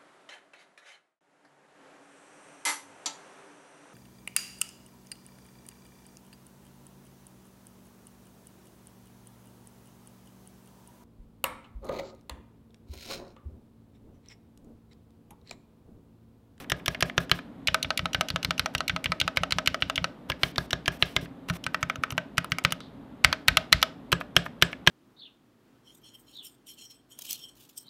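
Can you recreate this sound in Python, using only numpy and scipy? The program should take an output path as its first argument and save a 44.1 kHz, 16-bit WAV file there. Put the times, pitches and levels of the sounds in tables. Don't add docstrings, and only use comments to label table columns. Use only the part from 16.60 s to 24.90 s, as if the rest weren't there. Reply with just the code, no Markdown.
import sys
import numpy as np
from scipy import signal
from scipy.fft import rfft, irfft, next_fast_len
from scipy.io import wavfile
from scipy.ndimage import uniform_filter1d

SR = 44100
rng = np.random.default_rng(int(sys.argv[2]) if len(sys.argv) > 2 else 0)


def attenuation_scalar(level_db):
    decades = np.asarray(level_db, float) / 20
    return 10 ** decades


def pcm_store(signal):
    levels = np.round(np.clip(np.atleast_2d(signal), -1, 1) * 32767)
    wavfile.write(sys.argv[1], SR, levels.astype(np.int16).T)


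N = 366030
BLOW = 4400
CUTOFF_HZ = 16300

# (time [s], case peak [dB], plate peak [dB], crack peak [dB])
BAR_BOTTOMS = [(0.1184, -18, -12, -15.5), (.28, -17.5, -11.5, -15), (0.4246, -15, -10, -14.5),
               (0.5787, -13.5, -8.5, -15.5), (0.7147, -14.5, -1, -15), (3.6988, -20, -16.5, -27),
               (3.833, -17.5, -2.5, -19.5), (3.9808, -16, -17.5, -19), (4.1302, -18, -11, -18),
               (4.279, -16.5, -10.5, -16), (4.4245, -17, -1.5, -22.5), (4.564, -18, -7, -17.5),
               (7.5268, -12, -4.5, -14), (7.765, -12, 0.5, -9), (8.0234, -11.5, 2.6, -4.5),
               (8.2734, -8.5, 1.5, -7.5)]
# (time [s], case [dB], plate [dB], crack [dB], thud on letting go [dB])
LEFT_BOTTOMS = [(1.0828, -21, -9.5, -39, -33), (1.246, -28, -20, -47, -41),
                (1.3923, -24, -15.5, -32, -26.5), (1.5461, -19, -10.5, -23, -29.5),
                (1.7023, -26.5, -19, -22, -26), (1.847, -23, -15.5, -16.5, -26.5),
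                (1.9943, -20.5, -10.5, -13, -36), (2.1496, -19, -14, -17, -61),
                (2.2959, -23.5, -9, -27, -27), (2.458, -22.5, -12, -39, -26.5),
                (2.6133, -20.5, -8, -23, -31.5), (2.771, -14, -10.5, -16.5, -27.5),
                (2.9221, -23, -9.5, -16, -28.5), (3.074, -20, -5, -11, -34.5),
                (3.2224, -21.5, -7.5, -37, -37), (3.3776, -24, -11, -42, -27)]
# (time [s], case peak [dB], plate peak [dB])
LEFT_RETURNS = [(1.144, -12, -8.5), (1.3046, -15.5, -16.5), (1.456, -16.5, -18), (1.6095, -14.5, -11.5),
                (1.7597, -16, -16), (1.9073, -16, -13), (2.059, -17, -15), (2.205, -17, -18.5),
                (2.3621, -18.5, -19.5), (2.519, -15.5, -18.5), (2.6774, -15.5, -16), (2.8339, -15, -15.5),
                (2.9846, -14.5, -14.5), (3.1438, -17.5, -18), (3.2979, -18, -17.5), (3.4426, -15, -15.5),
                (6.7273, -14, -10.5), (6.9705, -9.5, -4), (7.2274, -11, -4)]
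# (time [s], case peak [dB], plate peak [dB], crack peak [dB])
FULL_CLACKS = [(4.8976, -22.5, -22, -25.5), (5.0646, -19.5, -18.5, -22), (5.1448, -16, -16, -22.5),
               (5.2283, -18, -18.5, -17.5), (5.298, -18, -19.5, -27.5), (5.4357, -15, -18, -23),
               (5.5786, -15, -17.5, -20), (5.78, -15, -11.5, -14), (5.9189, -22.5, -14, -17),
               (6.0487, -12, -7.5, -11), (6.6458, -9.5, -3, -3), (6.8822, -13, -1, -3.5),
               (7.1269, -11, 0, 0)]


def rms_one(x):
    return x / np.sqrt(np.mean(x ** 2) + 1e-20)


def at_hz(points, hz, column=1):
    points = np.array(points)
    return np.interp(np.log(np.maximum(hz, 1)), np.log(points[:, 0]), points[:, column])


def coloured(white, spectrum):
    size = next_fast_len(N)
    gain = attenuation_scalar(at_hz(spectrum, np.fft.rfftfreq(size, 1 / SR)))
    return rms_one(irfft(rfft(white, size) * gain, size)[:N])


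def ring(push, hz, t60):
    radius = attenuation_scalar(-60 / (t60 * SR))
    angle = 2 * np.pi * hz / SR
    return signal.lfilter([0, np.sin(angle)], [1, -2 * radius * np.cos(angle), radius * radius], push + 1e-18)


def band(x, low_hz, high_hz):
    return signal.sosfilt(signal.butter(2, [low_hz, high_hz], "band", fs=SR, output="sos"), x)


def lay(times, shapes):
    out = np.zeros(N + shapes.shape[1])
    starts = np.round(times * SR).astype(int)
    np.add.at(out, starts[:, None] + np.arange(shapes.shape[1]), shapes)
    return out[:N]


def fan_hum():
    # (frequency [Hz], density [dB per Hz])
    hum_spectrum = [(33, -25), (50, -5), (80, -11), (125, -2.5), (170, -1.5), (215, -0.5), (275, 4.5),
                    (320, -7), (500, -11), (1000, -17), (2500, -31), (3500, -31.5), (5500, -46),
                    (16400, -49)]
    return attenuation_scalar(-46.5) * coloured(rng.standard_normal(N), hum_spectrum)


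def slides():
    # (time [s], length [s], level at start [dB], level at end [dB])
    long_rubs = [(0.0, 0.047, -53.5, -66), (.165, 0.036, -68, -67), (.3, 0.041, -64, -60),
                 (.455, 0.044, -56, -62.5), (.601, 0.052, -54, -64), (.746, 0.049, -55, -63),
                 (3.7, 0.0045, -34, -60), (3.793, 0.052, -69, -53), (3.835, 0.083, -50, -61.5),
                 (3.983, 0.081, -60, -62.5), (4.318, 0.058, -56, -63), (4.392, 0.036, -65, -52),
                 (4.454, 0.095, -57, -67), (4.61, 0.048, -57, -61.5), (4.883, 0.011, -55.5, -42),
                 (4.927, 0.043, -62, -49), (5.208, 0.013, -58, -64), (6.634, 0.016, -79, -55),
                 (7.603, 0.019, -51.5, -66.5), (7.854, 0.015, -55.5, -55), (8.114, 0.016, -64.5, -60)]
    # (length [s], level at start [dB], level at end [dB])
    kinds = [(BAR_BOTTOMS, (0.012, -69.5, -51.5)),
             (LEFT_BOTTOMS, (0.012, -54, -69.5)),
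             (LEFT_RETURNS, (0.02, -71.5, -70.5)),
             (FULL_CLACKS, (0.0087, -60.5, -70))]
    travels = [(row[0] - travel[0], *travel) for rows, travel in kinds for row in rows]
    return travels + list(long_rubs)


def scrape():
    # (frequency [Hz], density [dB per Hz])
    scrape_colour = [(1200, 4), (3000, 2.5), (4800, -5.5), (5600, -2.5), (6800, -10.5), (8000, -8.5),
                     (8600, -6), (9600, -11.5), (11500, -5.5), (12800, -12), (14800, -8.5), (16200, -4.5)]
    t = np.arange(N) / SR
    grains = rng.standard_normal(N) * attenuation_scalar(1.5 * rng.exponential(1, N))
    grip_db = 1.2 * rms_one(uniform_filter1d(rng.standard_normal(N), size=300))
    level = np.zeros(N)
    for s, length, start_db, end_db in slides():
        inside = slice(int(s * SR), int((s + length) * SR))
        level[inside] = attenuation_scalar(np.interp(t[inside], [s, s + length], [start_db, end_db]))
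    return attenuation_scalar(9.5 + grip_db) * uniform_filter1d(level, size=220) * coloured(grains, scrape_colour)


def room(x):
    # (frequency [Hz], t60 [s], level [dB])
    tail_bands = [(150, 0.14, -47.5), (530, 0.32, -12.5), (820, .3, -28), (1610, 0.35, -29.5),
                  (2800, 0.31, -31.5), (4100, 0.28, -29), (6960, 0.33, -42), (12000, 0.28, -41.5),
                  (15160, .2, -41)]
    # (frequency [Hz], level [dB])
    early_bands = [(500, -20), (1000, -10.5), (2400, -12), (4200, -11.5), (14000, -12.5)]
    # (frequency [Hz], share [0-1])
    blurred = [(700, .15), (1700, 0.4), (3000, 0.6)]
    early_s, early_t60_s = 0.0038, 0.0083
    t = np.arange(SR // 2) / SR
    paths = rng.standard_normal((2, len(t)))
    white = rng.standard_normal((2, N))
    early = attenuation_scalar(-60 * np.abs(t - early_s) / early_t60_s) * np.clip(t / early_s, 0, 1) ** 2
    edges = 60 * 2 ** np.arange(0, 8.1, .5)
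    echo, tail = 0, 0
    for k, (low, high) in enumerate(zip(edges, edges[1:])):
        hz = np.sqrt(low * high)
        below, above = low / 1.2, high * 1.2
        t60 = at_hz(tail_bands, hz)
        gain = attenuation_scalar(at_hz(tail_bands, hz, column=2))
        share = np.clip(at_hz(blurred, hz), 0, 1)
        echo = echo + attenuation_scalar(at_hz(early_bands, hz)) * early * band(paths[k % 2, ::-1], low, high)
        echo = echo + gain * np.sqrt(1 - share) * attenuation_scalar(-60 * t / t60) * band(paths[k % 2], low, high)
        power = signal.lfilter([share], [1, -attenuation_scalar(-120 / (t60 * SR))], band(x, below, above) ** 2)
        tail = tail + gain * np.sqrt(power * SR / 2 / (above - below)) * band(white[k % 2], low, high)
    return attenuation_scalar(-18.5) * (signal.fftconvolve(x, echo)[:N] + tail)


def on_bar(times):
    # (start [s], end [s])
    bar_periods = [
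        (0, .9),
        (3.6, 4.7),
        (7.4, 8.4),
    ]
    return np.any([(times >= a) & (times < b) for a, b in bar_periods], axis=0)


def contacts(rows, cap_db, crack_db=0.0):
    s, case_db, plate_db, *own = np.transpose(rows)
    crack = own[0] if own else plate_db + crack_db
    return np.array([s, case_db, (case_db + plate_db) / 2 + cap_db, plate_db, crack])


def all_contacts():
    # (time [s], case peak [dB], plate peak [dB])
    bar_returns = [(.0437, -43, -40), (.1982, -45, -41), (.3466, -33.5, -22), (.497, -32, -25),
                   (.734, -46, -40), (.789, -31.5, -34), (3.7184, -34, -18), (4.6572, -42, -41),
                   (7.6104, -23, -28.5), (7.8623, -25, -34.5), (8.1296, -30.5, -25.5)]
    # (time [s], case peak [dB], plate peak [dB])
    bar_touches = [(.098, -33, -17.5), (.2587, -37.5, -16.5), (.4058, -35.5, -16.5), (.6947, -36.5, -27.5),
                   (3.958, -42, -25), (4.106, -42, -19.5), (4.2577, -39, -20.5), (7.518, -31.5, -13.5),
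                   (7.754, -52.5, -47.5), (8.0144, -45, -28), (8.265, -34, -21)]
    # (time [s], case peak [dB], plate peak [dB])
    key_touches = [(1.0719, -42, -10.5), (1.227, -61, -12.5), (1.374, -43, -11), (1.531, -44, -22),
                   (1.6846, -41, -20), (1.828, -37, -21.5), (1.9786, -40, -22.5), (2.1796, -55, -24.5),
                   (2.2787, -39, -15.5), (2.441, -40, -18.5), (2.6, -47, -12), (2.7614, -51, -31),
                   (2.9066, -31, -21.5), (3.059, -34, -20.5), (3.2037, -63, -39), (3.3567, -53, -17),
                   (4.8856, -35, -34), (5.0388, -51, -25), (5.7712, -44, -30), (6.039, -55, -34),
                   (6.1055, -53.5, -31), (6.6405, -25, -17), (6.8766, -37, -27), (7.1216, -36, -23),
                   (7.2153, -65, -27)]
    # (time [s], case peak [dB], plate peak [dB])
    light_ticks = [(4.9074, -33, -36), (4.936, -41, -39), (5.3571, -28, -28.5), (5.504, -30, -25),
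                   (5.5227, -30, -30), (5.8443, -22.5, -30.5), (5.9844, -20.5, -19), (6.122, -20, -14.5),
                   (6.204, -35, -36)]
    return np.hstack([contacts(BAR_BOTTOMS, cap_db=-2.6),
                      contacts(bar_returns, cap_db=3.0, crack_db=-18.5),
                      contacts(bar_touches, cap_db=1.5, crack_db=-6.0),
                      contacts(LEFT_BOTTOMS, cap_db=0.4),
                      contacts(LEFT_RETURNS, cap_db=-1.0, crack_db=-4.5),
                      contacts(key_touches, cap_db=-1.0, crack_db=-3.0),
                      contacts(FULL_CLACKS, cap_db=3.5),
                      contacts(light_ticks, cap_db=-6.0, crack_db=-1.0)])


def chatter(times, case_db, plate_db, touch_ms, clack_ms, hard_ms):
    t_ms = np.arange(BLOW) / SR * 1000
    clack_soon = np.array([np.any((times > s) & (times < s + .027)) for s in times])
    touch = clack_soon & (case_db < -18.8)
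    length = np.where(touch, touch_ms, np.where(plate_db > -9.5, hard_ms, clack_ms))[:, None]
    envelope = np.exp(-t_ms / length) * (1 - np.exp(-2 * t_ms / length)) ** 2
    force = rng.standard_normal((len(times), BLOW)) * envelope
    return force / np.linalg.norm(force, axis=1, keepdims=True)


def body(modes, times, force, peak_db):
    scatter_db = 2.2 * np.clip(rng.standard_normal((len(times), len(modes))), -3, 1.2)
    hard = np.clip(peak_db + 6, 0, 9)
    out = 0
    for k, (hz, t60, bar_db, key_db) in enumerate(modes):
        own = np.abs(force @ np.exp(2j * np.pi * hz / SR * np.arange(BLOW)))
        octaves = np.log2(hz / modes[2][0])
        mode_db = np.where(on_bar(times), bar_db - 4.8 * hard * abs(octaves), key_db + 2 * hard * octaves)
        gain = attenuation_scalar(mode_db + scatter_db[:, k]) / np.maximum(own, .3)
        out = out + ring(gain[:, None] * force, hz, t60)
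    return out


def crowd(bands, force):
    out = 0
    for low_hz, high_hz, t60, db in bands:
        power = signal.lfilter([1], [1, -attenuation_scalar(-120 / (t60 * SR))], force ** 2 + 1e-18)
        noise = band(np.sqrt(power) * rng.standard_normal(force.shape), low_hz, high_hz)
        out = out + attenuation_scalar(db) * noise * np.sqrt(SR / 2 / (high_hz - low_hz))
    return out


def favour(times, blows):
    # (time [s], hollow [dB], cap [dB], stem [dB], snap [dB])
    tints_drummed = [(1.072, 4, 10.5, 4.5, 1.5), (1.083, 5, -2, -11, 4), (1.144, 0, 1, -0.5, 5.5),
                     (1.227, -4.0, 4, 3, 5.5), (1.246, 8, -1, -9, 5), (1.305, 6, -7, 8, -10),
                     (1.374, 1.0, 13, 3, 7), (1.392, 4, 0, -1, 4), (1.456, 7.5, -7.0, 7, -9.0),
                     (1.546, 4.5, -2, 3, 6), (1.609, 6.5, -2, 3, -2), (1.702, 7.5, -3, 10, 2),
                     (1.76, 3.5, -7, -1, -4), (1.847, 0.0, 0, 9, -1.5), (1.907, 4.5, -3.5, 3, -2),
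                     (1.994, -1, 0.5, 9, 3.5), (2.059, 9, -12, -3, -8.0), (2.15, 4.5, 0, 3, -2),
                     (2.205, 2, -7, 8, -9.0), (2.279, -8.0, 11, 0, 4), (2.296, 5, 2.5, 0.5, -3.0),
                     (2.362, 7, -2, 7.5, -8.0), (2.441, -3.0, 9, 1, 1), (2.458, 0.0, 0, -2, 11),
                     (2.519, -1, 7, 7, -5), (2.6, 0.0, 7, 1, 2), (2.613, 3.5, -1, 0, 1),
                     (2.677, 4, -6, 7, -8), (2.771, 0.5, 2.5, 7, 1), (2.834, 6, -4.5, 2, -5.5),
                     (2.907, -5, 0, 0.0, -10), (2.922, -7.5, 0.5, 6, -7.5), (2.985, 4.5, -1, 1.5, -8),
                     (3.059, -9, 4, 0.5, -5), (3.074, 0, 3, 2, 0), (3.144, 6.5, -0.5, 2, -6),
                     (3.223, 6, -3, -1, 10.5), (3.298, 3, -7, 3.5, -2.0), (3.378, 7, 1.5, -3, 11),
                     (3.443, 1.5, -10, 6, -9)]
    # (time [s], hollow [dB], cap [dB], stem [dB], snap [dB])
    tints_single = [(0.118, 7, 1, -4, -1), (0.28, 4.5, 3, 2.5, -1), (0.424, 3, 1, -3, -7.0),
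                    (0.579, -1.5, -0.5, -8, 0), (0.715, 3, 1, -1.5, 7.5), (3.699, -10.0, -12, -14, 7),
                    (3.833, 5, 2.5, -1, 6), (3.981, 3.5, -1, 10, 2.5), (4.13, 6.5, -3, 3.5, -1),
                    (4.279, 4.5, -9, -0.5, -3), (4.425, 2, 1.5, 0.5, 11.5), (4.564, 4, 6, -7, 3),
                    (4.898, 4, -4, 2, 1), (5.065, -7, -13, -1, -10.0), (5.145, 3.5, -14, -1.5, 3),
                    (5.228, 1, -2, -7, -2), (5.298, 4, -1.5, -8, 4), (5.436, -3, -9, -5, 5.5),
                    (5.579, 1.5, -7, -2, -3.0), (5.78, 2, -2.5, 0, -1.5), (5.844, -3, -2, 6, 14.5),
                    (5.919, 1.5, 1.5, -1.5, -2), (5.984, 7.5, 9, -6, 4), (6.049, -19, -0.5, 4, -3),
                    (6.122, 1, 1, -3, 7.5), (6.646, 2, 2, 4.5, 3.5), (6.727, 3.0, -11, 0.5, 3),
                    (6.882, 4, -1.5, 5.5, 4), (6.971, 1, -4.5, 4, 5), (7.127, 4, 2, 8, 4.5),
                    (7.227, 6, -9, 0.5, 5), (7.527, -7, -9, -1, 2.5), (7.765, 1.5, -3, 1, 5),
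                    (8.024, 3, 2, -0.5, 8), (8.274, -0.5, -1.0, 0.5, 7)]
    # (time [s], hollow [dB], cap [dB], stem [dB], snap [dB])
    tints_light = [(.098, 0.1, -2, -2, 8), (.259, 4, -1, -2, 8), (.347, 9.5, 4, 1, 1),
                   (.406, -3, 2, .1, 10), (.497, 5, 6, -3, -2), (5.771, .1, -1, -1, -3),
                   (6.106, -2.5, .1, 3, -2), (6.204, -0.5, 2, 5, -12), (7.215, 1, 0.5, 0, -4),
                   (7.518, 1.5, .1, .1, 7.5), (7.61, 2.5, -2, 1.5, .1), (7.862, 2, -0.5, 3.5, 3)]
    # (low [Hz], high [Hz])
    tint_ranges = [(550, 850), (1850, 2500), (3500, 5000), (9000, 16000)]
    s, *lift_db = np.transpose(list(tints_drummed) + list(tints_single) + list(tints_light))
    which = np.abs(times - s[:, None]).argmin(axis=1)
    out = blows.copy()
    for (low_hz, high_hz), db in zip(tint_ranges, lift_db):
        out[which] += (attenuation_scalar(db) - 1)[:, None] * band(blows[which], low_hz, high_hz)
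    return out


def keys():
    # (frequency [Hz], t60 [s], long bar [dB], short key [dB])
    case_modes = [(642, 0.089, -23, -23), (705, 0.03, -13, -29), (1042.4, 0.021, -5.5, -15),
                  (1235, 0.045, -7, -15.5), (1277, 0.04, -16.5, -6), (1382, 0.032, -16, -14.5)]
    cap_modes = [(1533, 0.051, -39.5, -12.5), (1701, .034, -10.5, -18), (1956, 0.028, -24, -13),
                 (2120, 0.028, -20.5, -11.5), (2220, 0.017, -32, -8.5)]
    plate_modes = [(2862, 0.028, -16, -5), (2958, 0.017, 10, 5.5), (3172, 0.036, 3.5, -11.5),
                   (3960, 0.0059, -15, 2), (4086, 0.011, -14.5, -13.5), (3425, 0.0047, 16.5, -21),
                   (3876, 0.00033, -19.5, 5.5)]
    spring_modes = [(5500, 0.026, -14, -44), (5700, 0.0077, -72.5, -61), (7240, 0.02, -28, -45),
                    (7750, 0.026, -44, -36)]
    # (low [Hz], high [Hz], t60 [s], level [dB])
    case_crowd = [(500, 1050, .022, -21), (1050, 1500, .02, -14)]
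    cap_crowd = [(1500, 2000, .019, -11), (2000, 2600, .018, -9)]
    plate_crowd = [(2750, 3656, 0.022, 1.5), (3500, 18000, 0.029, -23.5)]
    crack_crowd = [(4440, 6030, 0.011, -3), (6000, 8400, 0.0077, -10), (9100, 11930, 0.0059, -12),
                   (13100, 20000, 0.0077, -12.5)]
    # (low [Hz], high [Hz])
    part_ranges = [(500, 1600), (1400, 2700), (2400, 5400), (4800, 17000)]
    times, *peak_db = all_contacts()
    force = chatter(times, peak_db[0], peak_db[2], touch_ms=1.33, clack_ms=0.29, hard_ms=0.15)
    parts = zip([case_modes, cap_modes, plate_modes, spring_modes],
                [case_crowd, cap_crowd, plate_crowd, crack_crowd],
                part_ranges, peak_db, [0.02, 0.13, -1.83, -2.07])
    blows = 0
    for modes, bands, (low_hz, high_hz), db, trim_db in parts:
        part = band(body(modes, times, force, db) + crowd(bands, force), low_hz, high_hz)
        blows = blows + attenuation_scalar(db + trim_db)[:, None] * part / np.abs(part).max(axis=1, keepdims=True)
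    return lay(times, favour(times, blows) * np.cos(np.linspace(0, np.pi / 2, BLOW)))


def thuds():
    # (time [s], peak [dB], frequency of the push [Hz])
    single_thuds = [(4.627, -27.5, 150), (4.902, -21, 145), (5.066, -31, 119), (5.147, -39.5, 150),
                    (5.23, -26, 118), (5.383, -30.5, 108), (5.523, -27.5, 113), (5.58, -27, 176),
                    (5.78, -22.5, 132), (5.919, -24.5, 137), (6.048, -21, 126), (6.123, -30, 150),
                    (6.647, -24.5, 102.3), (6.673, -25, 79.4), (6.884, -26, 111), (6.973, -30.5, 126),
                    (7.122, -29.5, 150), (7.144, -25.5, 101), (6.66, -30, 52.4), (6.9, -33, 52.8),
                    (7.14, -35, 51.6)]
    bar = [(s, db - 6, 121 + 3.5 * (db + 15.0)) for s, db, *_ in BAR_BOTTOMS]
    bounce_s = 0.0245
    bounce = [(s + bounce_s, db - 21, hz) for s, db, hz in bar if s + bounce_s < N / SR]
    left = [(s, -33 + 0.17 * (db + 29.0), 103.2) for s, db, *_ in LEFT_BOTTOMS]
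    let_go = [(s + 0.03703, db, 160) for s, *_, db in LEFT_BOTTOMS]
    return [(s + 0.0011, db, hz) for s, db, hz in bar + left] + bounce + let_go + list(single_thuds)


def desk():
    # (frequency [Hz], t60 [s], long bar [dB], short key [dB])
    desk_modes = [(62, 0.24, -46.5, -44.5), (88.8, 0.13, -52, -41.5), (139, 0.15, -48.5, -44.5),
                  (171.9, 0.17, -42, -37)]
    # (frequency [Hz], t60 [s], level [dB])
    hollow_modes = [(374.5, 0.086, -10.5), (431, 0.044, -4.5)]
    # (start [s], end [s])
    right_period = (4.95, 6.3)
    right_levels = [-22, -9, -1, -4]
    times, peak_db, hz = np.transpose(thuds())
    starts = times - .002
    turns = np.arange(1500) / SR * hz[:, None]
    window = np.sin(np.pi * np.clip(turns / 1.293, 0, 1)) ** 0.26
    swing = attenuation_scalar(peak_db - 8.0)[:, None] * np.sin(2 * np.pi * turns) * window
    out = lay(starts, swing)
    right = (times > right_period[0]) & (times < right_period[1])
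    for (mode_hz, t60, bar_db, key_db), less_db in zip(desk_modes, right_levels):
        gain = attenuation_scalar(np.where(on_bar(times), bar_db, key_db + less_db * right))
        out += ring(lay(starts, gain[:, None] * swing), mode_hz, t60)
    knocks = lay(starts, (attenuation_scalar(peak_db) * on_bar(times))[:, None])
    hollow = sum(attenuation_scalar(db) * ring(knocks, mode_hz, t60) for mode_hz, t60, db in hollow_modes)
    return band(out + hollow, 47, 400)


def swelling_modes(rows, rings):
    s, case_db, plate_db, *_ = np.transpose(rows)
    t = np.arange(600) / SR
    out = 0
    for delay, swell, hz, t60, db in rings:
        envelope = np.sin(np.pi * np.clip(t / swell, 0, 1)) ** 2
        push = envelope * np.sin(2 * np.pi * hz * t) * 4 / (swell * SR)
        heard = s + delay < N / SR
        peak_db = plate_db if hz > 2400 else case_db
        out = out + ring(lay(s[heard] + delay, attenuation_scalar(peak_db + db)[heard, None] * push), hz, t60)
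    return out


def after_ring():
    # (delay [s], swell [s], frequency [Hz], t60 [s], level under the peak of case or plate [dB])
    bar_rings = [
        (.0005, 0.00035, 3930, 0.0052, -5),
        (.001, .002, 1650, .03, -2),
        (.02, .008, 1660, 0.042, -17),
        (0.019, 0.0048, 1220, .03, -24),
    ]
    # (delay [s], swell [s], frequency [Hz], t60 [s], level under the peak of the case [dB])
    key_rings = [
        (.002, .006, 1278, 0.023, -9.5),
        (.003, .01, 642, .2, -25.5),
    ]
    return swelling_modes(BAR_BOTTOMS, bar_rings) + swelling_modes(LEFT_RETURNS, key_rings)


def wires():
    # (frequency [Hz], ring t60 [s], level under the plate peak [dB], buzz t60 [s])
    wire_modes = [(5600, 0.014, -62, 0.2), (10900, 0.018, -77, 0.16), (7800, 0.0055, -59.5, 0.24)]
    # (start [s], end [s])
    wire_periods = [(1, 4.7), (5.7, 6.3), (7.4, 8.4)]
    times, _, _, plate_db, _ = all_contacts()
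    noise = rng.standard_normal((len(times), BLOW))
    t = np.arange(BLOW) / SR
    fade = np.cos(np.linspace(0, np.pi / 2, BLOW))
    out = 0
    for (hz, t60, db, buzz_t60), (start, end) in zip(wire_modes, wire_periods):
        strength = attenuation_scalar(plate_db + db) * (times > start) * (times < end)
        buzz = strength[:, None] * noise * attenuation_scalar(-60 * t / buzz_t60) * fade
        out = out + ring(lay(times, buzz), hz, t60)
    return out


def pings():
    # (time [s], level [dB], frequency [Hz], t60 [s])
    ping_events = [(5.5154, -32, 13500, 0.011), (5.9, -50, 7200, .015), (5.909, -44.5, 13500, 0.011),
                   (5.993, -45.5, 7300, .015), (6.038, -36, 7700, 0.013), (6.038, -41, 10700, 0.014),
                   (6.113, -37, 5200, 0.013), (6.13, -44, 12000, 0.011), (6.205, -48, 3760, 0.32),
                   (7.775, -57, 7850, 0.2), (8.044, -53, 7740, 0.16), (7.842, -50, 12400, .012)]
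    t = np.arange(2 * BLOW) / SR
    white = rng.standard_normal((len(ping_events), len(t))) * (1 - np.exp(-t / .001))
    puffs = [attenuation_scalar(db + 10 - 60 * t / t60) * band(noise, hz * .86, min(hz * 1.16, CUTOFF_HZ))
             for noise, (_, db, hz, t60) in zip(white, ping_events)]
    return lay(np.array(ping_events)[:, 0], np.array(puffs))


def scene():
    near = keys() + after_ring() + wires() + scrape() + desk()
    return (near + room(near) + fan_hum() + pings())[None]


def roll_off(x):
    return signal.sosfilt(signal.butter(12, 16470, fs=SR, output="sos"), x)


def record(dry):
    low_pass = signal.cheby2(10, 50, CUTOFF_HZ, fs=SR, output="sos")
    mix = np.clip(signal.sosfilt(low_pass, dry), -1, 1)
    return roll_off(mix)


dry = scene()
out = record(dry)
pcm_store(out)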